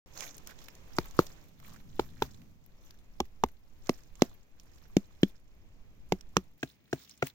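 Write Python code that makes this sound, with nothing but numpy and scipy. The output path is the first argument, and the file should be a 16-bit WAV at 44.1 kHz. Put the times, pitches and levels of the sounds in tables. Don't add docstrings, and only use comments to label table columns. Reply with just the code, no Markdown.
import sys
import numpy as np
from scipy import signal
from scipy.fft import rfft, irfft
from scipy.io import wavfile
from scipy.ndimage import uniform_filter1d

SR = 44100
rng = np.random.default_rng(int(sys.argv[2]) if len(sys.argv) > 2 else 0)


def master_out(mix):
    frames = np.transpose(np.atleast_2d(mix))
    ceiling = np.clip(frames, -1, 1)
    pcm = np.round(ceiling * 32767).astype(np.int16)
    wavfile.write(sys.argv[1], SR, pcm)


N = 323694
T = np.arange(N) / SR
HIT_T = np.arange(8192) / SR
LAST_CAP_S = 6.58

# start in seconds, then rumble, murmur, wash, faint leaves and
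# the balance of those leaves, all in dB.
SPOTS = [(0, -58.5, -63, -63.5, -64, -6), (1.55, -59.5, -55.5, -73.5, -68.5, -3),
         (2.6, -59.5, -67.5, -70.5, -72.5, -.5), (3.62, -60, -67, -70.5, -70, -0.5),
         (4.5, -59, -67, -69.5, -71.5, -4), (5.42, -59, -66, -70.5, -73.5, -3),
         (6.6, -73.5, -68.5, -75, -78, 2)]
# frequency in Hz, level in dB.
RUMBLE = [(5, 13), (12, 7), (25, 0), (50, -4), (90, -10.5), (200, -42.5), (500, -68)]
MURMUR = [(30, -26.5), (80, 1), (140, 1), (230, -3), (350, -17), (800, -37.5)]
WASH = [(100, -20), (300, -1), (600, -8.5), (1400, -18), (2500, -10), (8000, -38)]
LEAF = [(200, -10.5), (600, 4), (1500, -3.5), (3000, -4.5), (6000, -5), (8000, -5), (16000, -5.5)]
SPRIG = [(200, -8), (700, -6.5), (1800, -3), (3000, 0.5), (4200, 3), (6500, -3.5), (8000, -7), (16000, 3)]
REFLECTIONS = [(50, -7), (150, -2.5), (450, 2), (1000, -5.5), (3000, -2.5), (12000, -9.5)]
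CRACK = [(300, -20.5), (900, -7), (1600, -0.5), (2600, 6.5), (5500, 1.5), (7500, -1.5), (10000, -6.5),
         (16000, -8)]
# peak time in seconds, level in dB, rise and fall in
# seconds, balance in dB, swish pitch in Hz, swish height in dB.
STIRS = [(.21, -45.5, .05, 0.088, -6.5, 6350, 9), (0.494, -53, 0.023, 0.027, -6, 1500, 7),
         (.61, -60.5, .025, 0.059, -8, 5000, 0), (1.69, -55.5, .06, 0.092, -1.5, 1300, 1),
         (2.86, -67.5, .06, 0.1, -2, 6000, 8), (3.89, -69, .05, 0.078, -2, 6000, 5),
         (4.76, -70, .16, .16, -3, 1200, -1), (5.28, -69, 0.012, 0.032, 1.5, 3370, 10),
         (6.71, -69.5, .025, .025, -2, 3800, 5), (7.01, -58, 0.046, 0.048, -1.5, 3700, 7),
         (7.115, -62.5, 0.043, 0.043, 0, 5500, 8), (7.275, -48, .02, 0.021, 4, 2600, -4)]
# start in seconds,
# level in dB, pitch in Hz, balance in dB, t60 in seconds.
SNAPS = [(0.175, -34, 6120, -7, .015), (.2068, -20.5, 6600, -22, .008), (0.344, -41, 6480, -6, .012),
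         (.368, -42, 12000, 4, .012), (.38, -37, 9200, -8, 0.019), (.472, -32.5, 7800, 0, 0.015),
         (.509, -42, 1880, -2, 0.011), (.5888, -41, 3630, -21, 0.0097), (.684, -37, 2250, -4.5, .016),
         (.7515, -45.5, 7300, -7, 0.016), (1.0565, -44.5, 1750, -10, 0.018),
         (1.1095, -43.5, 6550, -8.5, 0.016), (1.2663, -40, 5530, -8, .025), (1.5999, -46, 2140, -1, 0.015),
         (2.4175, -52, 2400, -5, 0.017), (2.6618, -48, 13500, 13, 0.011), (2.9075, -42, 5000, 2, 0.012),
         (3.253, -54, 2000, 0, 0.023), (3.461, -48, 900, 0.5, 0.014), (3.486, -51.5, 1700, -1.5, 0.026),
         (3.86, -49, 6140, -6, .014), (3.8694, -42, 5880, -12, 0.017), (4.0345, -51, 6480, -11, 0.013),
         (4.154, -44, 6460, -19, .012), (4.5977, -46.5, 5314, -9, 0.018), (6.2094, -40, 6490, -16, 0.013),
         (7.0942, -47.5, 7600, 1, 0.028), (7.1752, -55, 7690, -2.5, .03), (7.2688, -35.5, 2600, -1.5, .02)]
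# time to the crack's peak in seconds, crack balance in dB, shaken leaves
# in dB against the palm, thud in dB, bass cutoff in Hz, settling leaves in dB, draught in dB against
CAPS = [(.0011, 3, -35, -42.5, 82, -55, 4.5), (.0023, 0.5, -32, -45.5, 93, -60, 0.5),
        (0.0016, -3.5, -46.5, -40, 74, -78, -5), (0.0013, -10, -42, -57.5, 140, -61.5, 1),
        (0.0018, -5, -50.5, -56, 120, -68, -6), (0.0016, -8.5, -40, -43.5, 85, -69.5, -8.5),
        (.0028, -1, -33, -57, 98, -68.5, -4.5)]
# cap number, pitch in Hz, t60 in seconds, level in dB
CAP_MODES = [ (0, 178, 0.049, -10.5), (0, 347, 0.027, -4), (0, 459, .027, -8.5), (0, 891, 0.018, -8),
             (1, 140, 0.11, -18.5), (1, 259.5, 0.09, -20), (1, 423, 0.03, -2), (1, 1337, 0.0097, 6),
             (2, 241.3, 0.035, 2.5), (2, 410, .059, -17), (2, 526, 0.029, -8.5), (2, 1089, 0.015, 5),
             (3, 190, 0.052, -17.5), (3, 245, .036, -3.5), (3, 640, .025, -15), (4, 201, 0.055, -3),
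             (4, 392, 0.029, -18), (5, 189, .07, 0.9), (5, 304, 0.044, -0.5), (5, 369, .052, -2),
             (5, 510, .018, -2), (6, 141, .06, -2), (6, 265, .09, -12), (6, 399, .035, -3.5),
             (6, 665, 0.02, 2)]
# start in seconds, cap number, palm delay in seconds; for the palm pocket and then
# the finger pocket, pitch in Hz, level in dB and cycles to peak; for the crack, level in dB,
# brightness in dB, peak pitch in Hz and peak height in dB.
SLAPS = [ (.985, 0, .0019, 276, -18, 0.28, 1200, -11, 0.35, -26, -1, 4900, 5.5),
         (1.1902, 0, .0013, 350, -8.5, 0.29, 1220, -10.5, 0.92, -27.5, -2.5, 3920, 11.5),
         (1.994, 1, 0.0000003, 369, -19, 0.65, 865, -20.5, 1.2, -31, -6, 3550, 8.5),
         (2.221, 1, .0001, 516, -16.5, .27, 886, -16.5, 1.11, -26, -2, 3530, 10),
         (3.2018, 2, 0.0025, 351, -23, 0.78, 814, -20.5, 1.32, -26, 1, 3250, 4),
         (3.4366, 2, 0, 432, -19, 0.79, 890, -10.5, .86, -25.5, -1.5, 2100, 7),
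         (3.893, 3, 0.0024, 356, -13, 0.36, 940, -16.5, 0.37, -23.5, 0, 6090, 3.5),
         (4.2198, 3, 0.00091, 308, -8.5, 0.37, 616, -13, 0.46, -17, 4, 3500, 6.5),
         (4.9666, 4, 0.0007, 281.5, -9, 0.47, 700, -31, 0.78, -26, 0.5, 2300, 5),
         (5.231, 4, .0008, 282, -8, 0.48, 1760, -25, 2.2, -21.5, -3, 3350, 14),
         (6.121, 5, 0.0003, 418, -19.5, 0.95, 810, -17.5, 0.79, -24.5, 0.5, 2040, 10),
         (6.3671, 5, 0, 440, -19, 0.96, 1145, -9.5, 0.5, -19, -0.5, 6500, 4.5),
         (6.6289, 6, .0027, 302.5, -26, 0.72, 1610, -28.5, 2.26, -34, -6.5, 2580, 3),
         (6.928, 6, 0.0024, 341, -21, 0.7, 1600, -27, 1.27, -37, -0.5, 1146, 5),
         (7.223, 6, 0.0034, 486, -18, 0.62, 1397, -27.5, 2.9, -29, -8, 2180, 9)]
# frequency in Hz, left gain in dB, right gain in dB.
TONE = [(100, 0, 1.5), (1200, 1, 1.5), (2780, -4, -1), (4500, 0.5, -3), (6600, -7, 2.5), (8140, -11, -8.5),
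        (11065, -10, -16.5), (13600, 2.5, -9), (16000, -1.5, -12)]
LAST_TONE = [(24.7, -47, -27), (53.8, 4, 2), (99.1, -1.5, -1), (2000, 3.5, 3.5), (4370, -2.5, 0),
             (6944, 1, 5), (10290, -3, -23), (13500, -17, -11), (15230, 3, 2)]


def undb(db):
    return 10 ** (np.asarray(db) / 20)


def unit(x):
    return x / np.sqrt(np.mean(x ** 2))


def sides(pan_db):
    return undb(np.array([[pan_db], [-pan_db]]) / 2)


def pan(x, pan_db):
    return x * unit(sides(pan_db))


def decay(t, t60):
    return np.exp(-np.log(1000) * t / t60)


def stereo_noise(size, apart):
    return rng.standard_normal(size) + apart * rng.standard_normal((2, size))


def colour(x, outline, size=4096):
    hz, db = np.transpose(outline)
    grid = np.maximum(np.arange(size // 2 + 1) * SR / size, 1)
    gain = undb(np.interp(np.log(grid), np.log(hz), db))
    cepstrum = irfft(np.log(gain))
    cepstrum[1:size // 2] *= 2
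    cepstrum[size // 2 + 1:] = 0
    response = irfft(np.exp(rfft(cepstrum))).reshape((1,) * (x.ndim - 1) + (-1,))
    return signal.oaconvolve(x, response, axes=-1)[..., :x.shape[-1]]


def low_cut(x, hz):
    return signal.sosfilt(signal.butter(2, hz, "high", fs=SR, output="sos"), x)


def add(track, s, sound):
    start = int(s * SR)
    part = sound[..., :N - start]
    track[:, start:start + part.shape[-1]] += part


def swell(s, db, rise_s, fall_s, pan_db):
    age = (T - s) / np.where(T < s, rise_s, fall_s)
    return (undb(db) * sides(pan_db)) ** 2 * np.exp(-2 * np.minimum(age ** 2, 20))


def background_levels(fade_s=0.35, dip_db=-3.5, dip_s=0.096):
    starts, *columns = np.transpose(SPOTS)
    spot = np.searchsorted(starts[1:], T)
    *levels, pan_db = [uniform_filter1d(column[spot], int(fade_s * SR)) for column in columns]
    dips = sum(np.exp(-np.minimum(((T - s) / dip_s) ** 2, 20)) for s in starts)
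    return [db + dip_db * dips for db in levels] + [pan_db]


def draught(swing_s=0.1):
    power = 0
    for s, cap, *_ in SLAPS:
        *_, draught_db = CAPS[cap]
        power = power + swell(s, draught_db, swing_s, swing_s, pan_db=0)
    return np.sqrt(power)


def air(rumble_gain_db=5.5):
    rumble, murmur, wash = (unit(colour(stereo_noise(N, apart=0.88), outline)) * undb(db)
                            for db, outline in zip(background_levels(), (RUMBLE, MURMUR, WASH)))
    return undb(rumble_gain_db) * rumble * (1 + draught()) + murmur + wash


def forest(x, near_t60=0.08, near_db=-21, far_t60=0.18, far_db=-39, gap_s=0.0031):
    t = np.arange(SR // 2) / SR
    response = 0
    for t60, db in ((near_t60, near_db), (far_t60, far_db)):
        tail = stereo_noise(len(t), apart=0.57) * decay(t, t60) * (t > gap_s)
        response = response + undb(db) * unit(tail) / np.sqrt(len(t))
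    return x + signal.oaconvolve(x, colour(response, REFLECTIONS), axes=-1)[:, :N]


def crackle(size, per_second, spread_db):
    strength = undb(spread_db * np.minimum(rng.exponential(size=size), 5))
    breaks = rng.random(size) < per_second / SR
    return unit(breaks * strength * rng.standard_normal((2, size)))


def leaf_ticks(per_second=330, spread_db=3.5, t60=0.042, scatter_db=5, bands=9):
    out = 0
    t = HIT_T[:1024]
    for hz in np.geomspace(1300, 13000, bands):
        draws = rng.random((1000, 4))[:int(per_second / bands * N / SR)].T
        when, strength, each_side = draws[0], draws[1], draws[2:]
        tick_db = spread_db * np.minimum(-np.log(1 - strength), 4) + scatter_db * (2 * each_side - 1)
        ticks = np.zeros((2, N))
        ticks[:, (when * N).astype(int)] = undb(tick_db)
        outline = [(hz / 6, -32), (hz / 1.5, -12), (hz, 0), (hz * 1.3, -12), (hz * 3, -20)]
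        ring = unit(colour(rng.standard_normal((2, len(t))) * decay(t, t60), outline))
        out = out + np.sqrt(hz) * signal.oaconvolve(ticks, ring, axes=-1)[:, :N]
    return unit(out)


def stirring(leaves):
    swishes, settling_power = 0, 0
    for s, db, rise_s, fall_s, pan_db, hz, height_db in STIRS:
        swish = colour(leaves, [(hz / 1.24, 0), (hz, height_db), (hz * 1.36, 0)])
        swishes += swish * np.sqrt(swell(s, db, rise_s, fall_s, pan_db))
    for s, cap, *_ in SLAPS:
        *_, settle_db, _ = CAPS[cap]
        settling_power += swell(s, settle_db, rise_s=0.053, fall_s=0.12, pan_db=-2)
    return swishes + leaves * np.sqrt(settling_power)


def rustle(near_ticks_db=5, far_ticks_db=-4, hiss_db=-4, gain_db=2):
    *_, far_db, pan_db = background_levels()
    ticks = leaf_ticks()
    near = crackle(N, per_second=2600, spread_db=2) + undb(near_ticks_db) * ticks
    near += undb(hiss_db) * rng.standard_normal((2, N))
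    far = rng.standard_normal((2, N)) + undb(far_ticks_db) * ticks
    near, far = (np.where(T < LAST_CAP_S, unit(colour(x, LEAF)), unit(colour(x, SPRIG)))
                 for x in (near, far))
    far *= undb(far_db + np.array([pan_db, -pan_db]) / 2)
    return undb(gain_db) * (stirring(near) + far)


def snaps(rise_s=0.0004, skirt_db=-9, gain_db=3, pan_offset_db=3):
    out = np.zeros((2, N))
    for s, db, hz, pan_db, t60 in SNAPS:
        envelope = decay(HIT_T, t60) * (1 - np.exp(-HIT_T / rise_s))
        outline = [(hz / 20, 3 * skirt_db), (hz / 2, skirt_db), (hz, 0), (hz * 2, skirt_db)]
        burst = unit(colour(rng.standard_normal((2, len(HIT_T))), outline))
        add(out, s, pan(undb(db + gain_db) * envelope * burst, pan_db + pan_offset_db))
    return out


def shaken_leaves(t60=0.16, gain_db=8):
    grains = unit(colour(crackle(len(HIT_T), per_second=5000, spread_db=1), LEAF))
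    return undb(gain_db) * grains * decay(HIT_T, t60)


def ground_thud(gain_db=2):
    return pocket(HIT_T, hz=62, db=gain_db, cycles=0.71)


def pocket(t, hz, db, cycles):
    age = t * hz / cycles
    return -undb(db) * age * np.exp(1 - age) * np.sin(2 * np.pi * hz * t)


def cap_ring(t, cap, push_s=0.0016):
    modes = [undb(db) * np.sin(2 * np.pi * hz * t) * decay(t, t60)
             for number, hz, t60, db in CAP_MODES if number == cap]
    return -sum(modes) * (1 - np.exp(-t / push_s))


def crack(crest_s, bright_db, peak_hz, peak_db, width=1.25, sharpness=2.2, uneven_db=4, span_s=0.0033):
    age = HIT_T / crest_s
    contacts = stereo_noise(len(age), apart=0.86) * undb(uneven_db * rng.standard_normal(len(age)))
    burst = colour(contacts * (age * np.exp(1 - age)) ** sharpness, CRACK)
    burst = colour(burst, [(2800, 0), (5500, bright_db)])
    burst = colour(burst, [(peak_hz / width, 0), (peak_hz, peak_db), (peak_hz * width, 0)])
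    energy = np.mean(np.sum(burst ** 2, axis=-1))
    return burst * np.sqrt(span_s * SR / energy)


def slaps(palm_pan_db=2.5, finger_pan_share=0.15, crack_pan_offset_db=0.5):
    out = np.zeros((2, N))
    for (s, cap, delay_s, palm_hz, palm_db, palm_cycles, finger_hz, finger_db, finger_cycles,
         crack_db, bright_db, peak_hz, peak_db) in SLAPS:
        crest_s, pan_db, leaves_db, thud_db, cutoff_hz, _, _ = CAPS[cap]
        palm_t = np.maximum(HIT_T - delay_s, 0)
        fingers = pocket(HIT_T, finger_hz, finger_db, finger_cycles)
        palm = pocket(palm_t, palm_hz, palm_db, palm_cycles) + undb(palm_db) * cap_ring(palm_t, cap)
        skin = undb(crack_db) * crack(crest_s, bright_db, peak_hz, peak_db)
        body = pan(palm, palm_pan_db) + pan(fingers, finger_pan_share * pan_db)
        add(out, s, low_cut(body, cutoff_hz))
        add(out, s, pan(skin, pan_db + crack_pan_offset_db))
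        add(out, s, undb(palm_db + leaves_db) * shaken_leaves() + undb(thud_db) * ground_thud())
    return out


def scene():
    return forest(slaps() + snaps()) + rustle() + air()


def record(dry):
    start_s, right_lag_samples, top_hz = 0.06, 7, 16000
    first, last = (np.array([colour(dry[ch], np.array(tone)[:, [0, ch + 1]]) for ch in range(2)])
                   for tone in (TONE, LAST_TONE))
    left, right = np.where(T < LAST_CAP_S, first, last) * (T > start_s)
    heard = np.array([left, np.pad(right, (right_lag_samples, 0))[:N]])
    return signal.sosfilt(signal.ellip(8, 0.2, 70, top_hz, fs=SR, output="sos"), heard)


dry = scene()
out = record(dry)
master_out(out)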